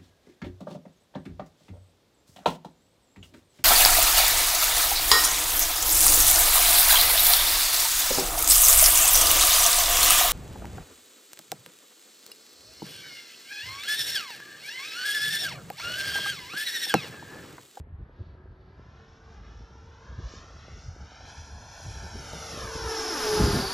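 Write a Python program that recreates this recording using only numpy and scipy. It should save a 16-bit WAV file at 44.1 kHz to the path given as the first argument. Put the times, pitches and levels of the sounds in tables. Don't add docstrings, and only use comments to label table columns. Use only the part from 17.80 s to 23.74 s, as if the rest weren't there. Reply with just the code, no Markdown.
import sys
import numpy as np
from scipy import signal
from scipy.fft import rfft, irfft, next_fast_len
from scipy.io import wavfile
from scipy.ndimage import uniform_filter1d, map_coordinates

SR = 44100
rng = np.random.default_rng(int(sys.argv[2]) if len(sys.argv) > 2 else 0)


def ratio_of_db(decibels):
    return 10 ** (np.asarray(decibels, float) / 20)


def file_out(sig):
    cols = np.atleast_2d(sig).T
    lim = np.clip(cols, -1, 1)
    pcm = np.round(lim * 32767).astype(np.int16)
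    wavfile.write(sys.argv[1], SR, pcm)


N = 261777
T = np.arange(N) / SR
SIZE = next_fast_len(N)
HZ = np.maximum(np.arange(SIZE // 2 + 1) * SR / SIZE, 1)

# (time [s], distance [m], fan power towards the listener at 10 m [dB])
FLIGHT = [(0, 400, -46), (.22, 370, -34.5), (.6, 390, -32), (1.0, 207, -35.5), (1.3, 218, -31.5),
          (1.9, 132, -37.5), (2.3, 203, -28), (2.7, 96, -35.5), (3.05, 87, -40), (3.3, 103, -35),
          (3.5, 49.8, -38.5), (4.0, 27.9, -43.5), (4.6, 24.2, -37.5), (5.0, 21.8, -33.5), (5.3, 15.4, -32),
          (5.55, 10.9, -31), (5.72, 10.7, -32.5), (5.94, 8.1, -38.5)]
POCKET_ROAR, POCKET_MID, POCKET_TOP = 0.06, 0.41, 0.4
BLADES = 12


def rms_one(x):
    return x / np.sqrt(np.mean(x ** 2) + 1e-30)


def in_time(rows):
    s, *columns = np.transpose(rows)
    return [np.interp(T, s, c) for c in columns]


def on_grid(points):
    hz, value = np.transpose(points)
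    return np.interp(np.log(HZ), np.log(hz), value)


def shaped(x, gain):
    return irfft(rfft(x, SIZE) * gain, SIZE)[..., :N]


def drift(rate_hz):
    r = np.exp(-2 * np.pi * rate_hz / SR)
    return rms_one(signal.lfilter([1], [1, -2 * r, r * r], rng.standard_normal(N + SR))[SR:])


def rising(at_s, span_s):
    return 1 / (1 + np.exp((at_s - T) / span_s))


def wavering(turn, width_hz):
    return drift(width_hz) * np.sin(turn) + drift(width_hz) * np.cos(turn)


def evened(x, window_s):
    power = uniform_filter1d(x ** 2, size=int(window_s * SR))
    return rms_one(x / np.sqrt(power + 1e-9) ** .65)


def heard(hz, pocket_share):
    # (time [s], gain at 5 kHz [dB], half length [s])
    pockets = [(0.425, 17, 0.15), (1.3, 7, 0.38), (1.537, 3.5, 0.051), (1.794, 3, .07), (2.05, 5.5, 0.087),
               (2.207, 5, 0.094), (2.509, 12, 0.13), (2.778, 2, 0.034), (3.052, 10, 0.24),
               (3.485, 4, 0.049), (3.6, 4, .06), (3.942, 1.5, 0.1), (4.08, 5, 0.13), (4.67, 4, 0.13),
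               (4.946, 3, 0.036), (5.115, 3.5, 0.025), (5.45, 1, 0.041)]
    metres, power_db = in_time(FLIGHT)
    t = np.arange(0, N + 64, 64) / SR
    coarse_db = sum(db * np.exp(-((t - s) / half) ** 2) for s, db, half in pockets)
    pockets_db = np.interp(T, t, coarse_db)
    spreading_db = 20 * np.log10(metres / 10)
    air_db = 0.4423 * (hz / 11170.0) ** 2.02 * metres
    return power_db - spreading_db - air_db + pocket_share * pockets_db


def hiss():
    # (frequency [Hz], density [dB per Hz])
    hiss_colour = [(90, -12), (200, -13), (320, -1.5), (520, -1), (900, 3.5), (1760, 1), (1880, -8),
                   (2600, -10), (3600, -8.5), (5200, -17.5), (6500, -13.5), (8000, -12), (10000, -16),
                   (12500, -25.5), (14200, -25), (15800, -30)]
    # (low edge [Hz], high edge [Hz])
    ranges_hz = [(520, 1800), (1900, 3600), (3600, 6500), (9300, 12000)]
    colour = ratio_of_db(on_grid(hiss_colour))
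    white = rfft(rng.standard_normal((2, SIZE))) * colour
    power = [2 / SIZE * np.sum(colour[(HZ > low) & (HZ < high)] ** 2) for low, high in ranges_hz]

    idle_db = -15 * (1 - rising(1, 0.099))
    shade_db = -1.5 * rising(4.6, 0.31)
    levels = [heard(1000, POCKET_ROAR),
              -6 + heard(2930, POCKET_MID),
              -4 + shade_db + idle_db + heard(3670, 1),
              -4 + heard(10500, POCKET_TOP)]
    roar, mid, blade, top = np.array(levels) - 10 * np.log10(power)[:, None]
    top = top + 0.067 * (top - top.max())
    shoulder = blade + 1.5 + heard(9700, .9) - heard(5300, 0.83)
    edge = top + 0.23 * (top - blade) + 0.21 * (top - top.max())
    exhaust = roar + 0.32 * (roar - np.median(roar))

    knots_hz = np.array([330, 560, 1720, 1950, 3900, 5300, 7700, 10500, 14000])
    gains_db = [exhaust, roar, roar, mid, mid, blade, shoulder, top, edge]
    path = np.sqrt(np.minimum(in_time(FLIGHT)[0] / 60, 1))
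    air, out = drift(3.7), 0
    for k, gain_db in enumerate(gains_db):
        part = np.interp(HZ, knots_hz, np.arange(len(knots_hz)) == k)
        shimmer_db = path * (0.23 + 0.14 * k) * (1.67 * air + 2.7 * drift(2.7))
        out = out + ratio_of_db(gain_db + shimmer_db - 2.5) * irfft(white * part, SIZE)[:, :N]
    return out


def rotor():
    # (time [s], shaft [Hz],
    # unbalance shake over the roar [dB], blade whine over the hiss [dB])
    rotor_course = [(0, 352, -30, -20), (.4, 366, -3, 8), (.87, 372, -4.5, 9), (.95, 386, -3, 4),
                    (1.05, 435.6, -18, 9), (1.15, 448.9, -14, 10), (2.0, 454, -11, 9.5),
                    (2.5, 457, -20.5, 5), (4.5, 454.5, -11, -4), (4.9, 450.5, -9.5, -5.5),
                    (5.1, 447, -4.5, 0), (5.3, 439.8, -6, 4.5), (5.48, 431, -1.5, 1), (5.6, 423, 11, -2),
                    (5.68, 407.5, 6, 0.5), (5.78, 395.4, -4.5, 2), (5.86, 384.6, -5.5, 4.5),
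                    (5.94, 382, -13, 2)]
    shaft_hz, shake_db, whine_db = in_time(rotor_course)
    roar_db = heard(1000, POCKET_ROAR)
    band_db = heard(BLADES * shaft_hz, 0.63)
    fade_db = roar_db - roar_db.max()

    first_db = roar_db + shake_db
    abeam_db = 5.5 * np.exp(-((T - 5.42) / 0.11) ** 2)
    twice_db = roar_db - 15.5 + 0.25 * fade_db + abeam_db
    third_db = roar_db - 18.5 - 0.11 * fade_db
    blade_db = band_db - 2 + whine_db + 2.7 * drift(4.1)
    broad_db = band_db - 0.5 + 0.2 * whine_db
    second_db = heard(9300, POCKET_TOP) - 10 + 13.5 * rising(5.71, 0.1)
    third_blade_db = second_db - 14 + heard(36 * shaft_hz, 0) - heard(24 * shaft_hz, 0)

    far = in_time(FLIGHT)[0] / 150
    near_far = np.minimum(far, 1)
    turn = 2 * np.pi * np.cumsum(shaft_hz * (1 + 0.001128 * drift(10.74))) / SR
    blade_turn = BLADES * turn
    tones = ratio_of_db(first_db + 3 + (1.6 + 2.5 * near_far) * drift(25.0)) * np.sin(turn)
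    tones += ratio_of_db(twice_db + 4.5) * wavering(2 * turn, 10.0)
    tones += ratio_of_db(third_db + 1.5 + 2.26 * drift(15.0)) * np.sin(3 * turn)
    second = 1.3 * np.sin(2 * blade_turn) + .6 * wavering(2 * blade_turn, 30.)
    tones += ratio_of_db(second_db - 6 + 1.5 * drift(5.0)) * second
    tones += ratio_of_db(third_blade_db) * wavering(3 * blade_turn, 45.)
    tones += ratio_of_db(blade_db - 4.5 - 9 * np.minimum(far, 1.2)) * wavering(blade_turn, 70.)
    humps = ratio_of_db(blade_db - 7 - 3 * near_far) * wavering(blade_turn, 260.)
    humps += ratio_of_db(broad_db - 2) * wavering(12.3 * turn, 1030.0)
    return tones, humps


def ground(x):
    # (time [s], lag behind the direct sound [ms])
    bounce_lag = [(0, 3.8), (.4, 3.03), (.9, 2.97), (1.45, 2.51), (1.8, 2.29), (2.35, 1.78), (2.7, 1.51),
                  (3.55, 1.185), (3.9, 1.15), (4.3, 1.225), (4.7, 1.414), (4.9, 1.77), (5.1, 2.2),
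                  (5.3, 2.67), (5.5, 4.7), (5.6, 5.74), (5.8, 5.56), (5.94, 3.8)]
    # (time [s], lows [0-1], highs [0-1])
    mirror = [
        (0, .7, .6),
        (2.5, .7, .55),
        (3.5, .85, .8),
        (4.4, .8, .75),
        (4.8, .9, .5),
        (5.2, .97, .3),
        (5.45, .7, .15),
        (5.94, .55, .15),
    ]
    lag_ms, = in_time(bounce_lag)
    low_share, high_share = np.clip(in_time(mirror), 0, 1)
    soil = np.exp(-.5j) / (1 + 1j * HZ / 30000.) / np.sqrt(1 + (HZ / 13000.) ** 2)
    lows = 1 / (1 + (HZ / 1900.) ** 4)
    bounce = low_share * shaped(x, soil * lows) + high_share * shaped(x, soil * (1 - lows))
    late = np.arange(N) - lag_ms * (1 + 0.0039 * drift(20.0)) * SR / 1000
    return x + np.array([map_coordinates(c, [late], order=3) for c in bounce])


def gusts():
    # (time [s], rumble [dB], rustle [dB], half length [s])
    gust_list = [(0.005, -33, -47.5, 0.016), (0.126, -38.5, -66, 0.046), (0.213, -33, -47.5, 0.021),
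                 (0.411, -36, -45, 0.017), (.5, -45.5, -60, 0.15), (0.696, -41.5, -73, 0.042),
                 (1.027, -47.5, -59, 0.067), (1.624, -43.5, -55, 0.12), (1.785, -41.5, -89, 0.062),
                 (2.05, -46.5, -80, 0.082), (2.322, -36.5, -51, 0.041), (2.394, -32, -39.5, 0.013),
                 (2.45, -32, -56, 0.021), (2.568, -47, -50, 0.027), (2.753, -46, -59, .06),
                 (2.932, -40.5, -52, 0.059), (3.084, -32, -62, 0.031), (3.221, -39.5, -51, 0.037),
                 (3.443, -43, -55, 0.022), (3.604, -36.5, -67, 0.018), (3.772, -40, -54.5, 0.09),
                 (4.078, -33, -46.5, 0.037), (4.163, -33.5, -53, 0.033), (4.244, -33.5, -41.5, 0.022),
                 (4.374, -40, -45.5, 0.074), (4.55, -45, -47.5, 0.13), (4.768, -42.5, -44, 0.067),
                 (4.843, -35, -48, 0.038), (4.96, -28.5, -37, 0.0075), (5.049, -35, -53, 0.049)]
    # (time [s], rumble [dB], rustle [dB], half length [s])
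    wake = [
        (5.557, -39, -43, 0.053),
        (5.618, -17.5, -18.5, 0.021),
        (5.652, -25, -21, 0.02),
        (5.703, -25, -34, 0.026),
        (5.77, -30.5, -27, 0.043),
        (5.84, -37.5, -44, 0.046),
    ]
    power = ratio_of_db(2 * np.array([[-51.5], [-60.5]]))
    for s, rumble_db, rustle_db, half in gust_list + wake:
        shape = np.cosh(np.clip(1.53 * (T - s) / half, -30, 30)) ** -2
        power = power + ratio_of_db(2 * np.array([[rumble_db], [rustle_db]])) * shape
    return 10 * np.log10(power)


def wind():
    # (frequency [Hz], density [dB per Hz])
    wind_colour = [(13, -36), (22, -15.5), (44, -1), (70, 2), (169, -12.5), (316, -22.5), (447, -24),
                   (487, -30), (700, -40), (910, -50), (1540, -120)]
    rumble_db, rustle_db = gusts()
    noise = rms_one(shaped(rng.standard_normal(N), ratio_of_db(on_grid(wind_colour))))
    low = shaped(noise, 1 / (1 + (HZ / 135.5) ** 6))
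    rumble = ratio_of_db(rumble_db - 2.36 + 1.3 * drift(34.0)) * evened(low, 0.11)
    rustle = ratio_of_db(rustle_db - 2.5 + 3.2 * drift(33.5)) * evened(noise - low, 0.11)
    low_cut = signal.butter(4, 41., "high", fs=SR, output="sos")
    return signal.sosfilt(low_cut, rumble + rustle)


def pops():
    # (time [s], peak [dB], pitch [Hz])
    eddies = [(0.069, -42, 301), (0.293, -40, 398), (0.548, -37, 373), (0.655, -38, 347), (0.993, -38, 456),
              (1.805, -39, 326), (1.905, -41, 450), (1.952, -38, 313), (2.536, -29.5, 306),
              (2.64, -46, 450), (2.703, -39, 634), (2.88, -33, 462), (3.161, -33.5, 340), (3.201, -42, 746),
              (3.316, -38, 660), (3.405, -34.5, 720), (3.78, -35, 766), (3.887, -47, 890),
              (3.999, -36.5, 657), (4.06, -38, 840), (4.263, -32, 635), (4.531, -24.5, 604),
              (4.691, -44, 456), (4.773, -25, 426)]
    out, t = np.zeros(N), np.arange(SR // 40) / SR
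    shape = np.exp(-((t - .0035) / 0.0011) ** 2)
    for s, peak_db, hz in eddies:
        at = round(s * SR)
        cycle = np.sin(2 * np.pi * hz * t * (1.4 - 60. * t))
        out[at:at + len(t)] += ratio_of_db(peak_db - 4.0) * shape * cycle
    return out


def open_field():
    # (frequency [Hz], density [dB per Hz])
    field_colour = [(150, -0.5), (500, 2.5), (1000, -3.5), (2000, -11.5), (4000, -27.5), (6000, -53),
                    (11500, -39), (13500, -71)]
    noise = shaped(rng.standard_normal((2, N)), ratio_of_db(on_grid(field_colour)))
    return ratio_of_db(-64) * rms_one(noise)


def ports(common, unalike):
    # (frequency [Hz], level under the common part [dB])
    width = [(150, -45.5), (330, -37.5), (520, -18), (1000, -12.5), (1500, -13.5), (1850, 2.5), (2150, -20),
             (2500, -19), (3300, -36.5), (4500, -35), (6000, -70), (6500, -12.5), (10400, -4.5),
             (11200, -40), (12200, -45), (13000, -32), (14100, -30), (14300, -72)]
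    # (frequency [Hz], lead of the right channel
    channel_turn = [(5950, 0), (6250, .5), (7060, 1.5), (7750, 2.9), (8800, 3.42), (10300, 5.0), (11100, 6.2),
                    (12200, 6.4), (12900, 7.7), (13600, 8.5), (14200, 9.42)]
    unalike = shaped(unalike, ratio_of_db(on_grid(width)))
    turn = np.exp(.5j * on_grid(channel_turn))
    return np.array([shaped(common, 1 / turn) + unalike, shaped(common, turn) - unalike])


def scene():
    tones, humps = rotor()
    common, unalike = ground(hiss() + (humps + tones) * [[1], [0]])
    field = open_field()
    common = common + pops() + wind() + field[0]
    unalike = 0.43 * unalike + 0.64 * shaped(common, 1j) + ratio_of_db(8.5) * field[1]
    return ports(common, unalike)


def top_cut(x):
    return signal.sosfilt(signal.butter(12, 15800, fs=SR, output="sos"), x)


def record(dry):
    return top_cut(dry)


dry = scene()
out = record(dry)
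file_out(out)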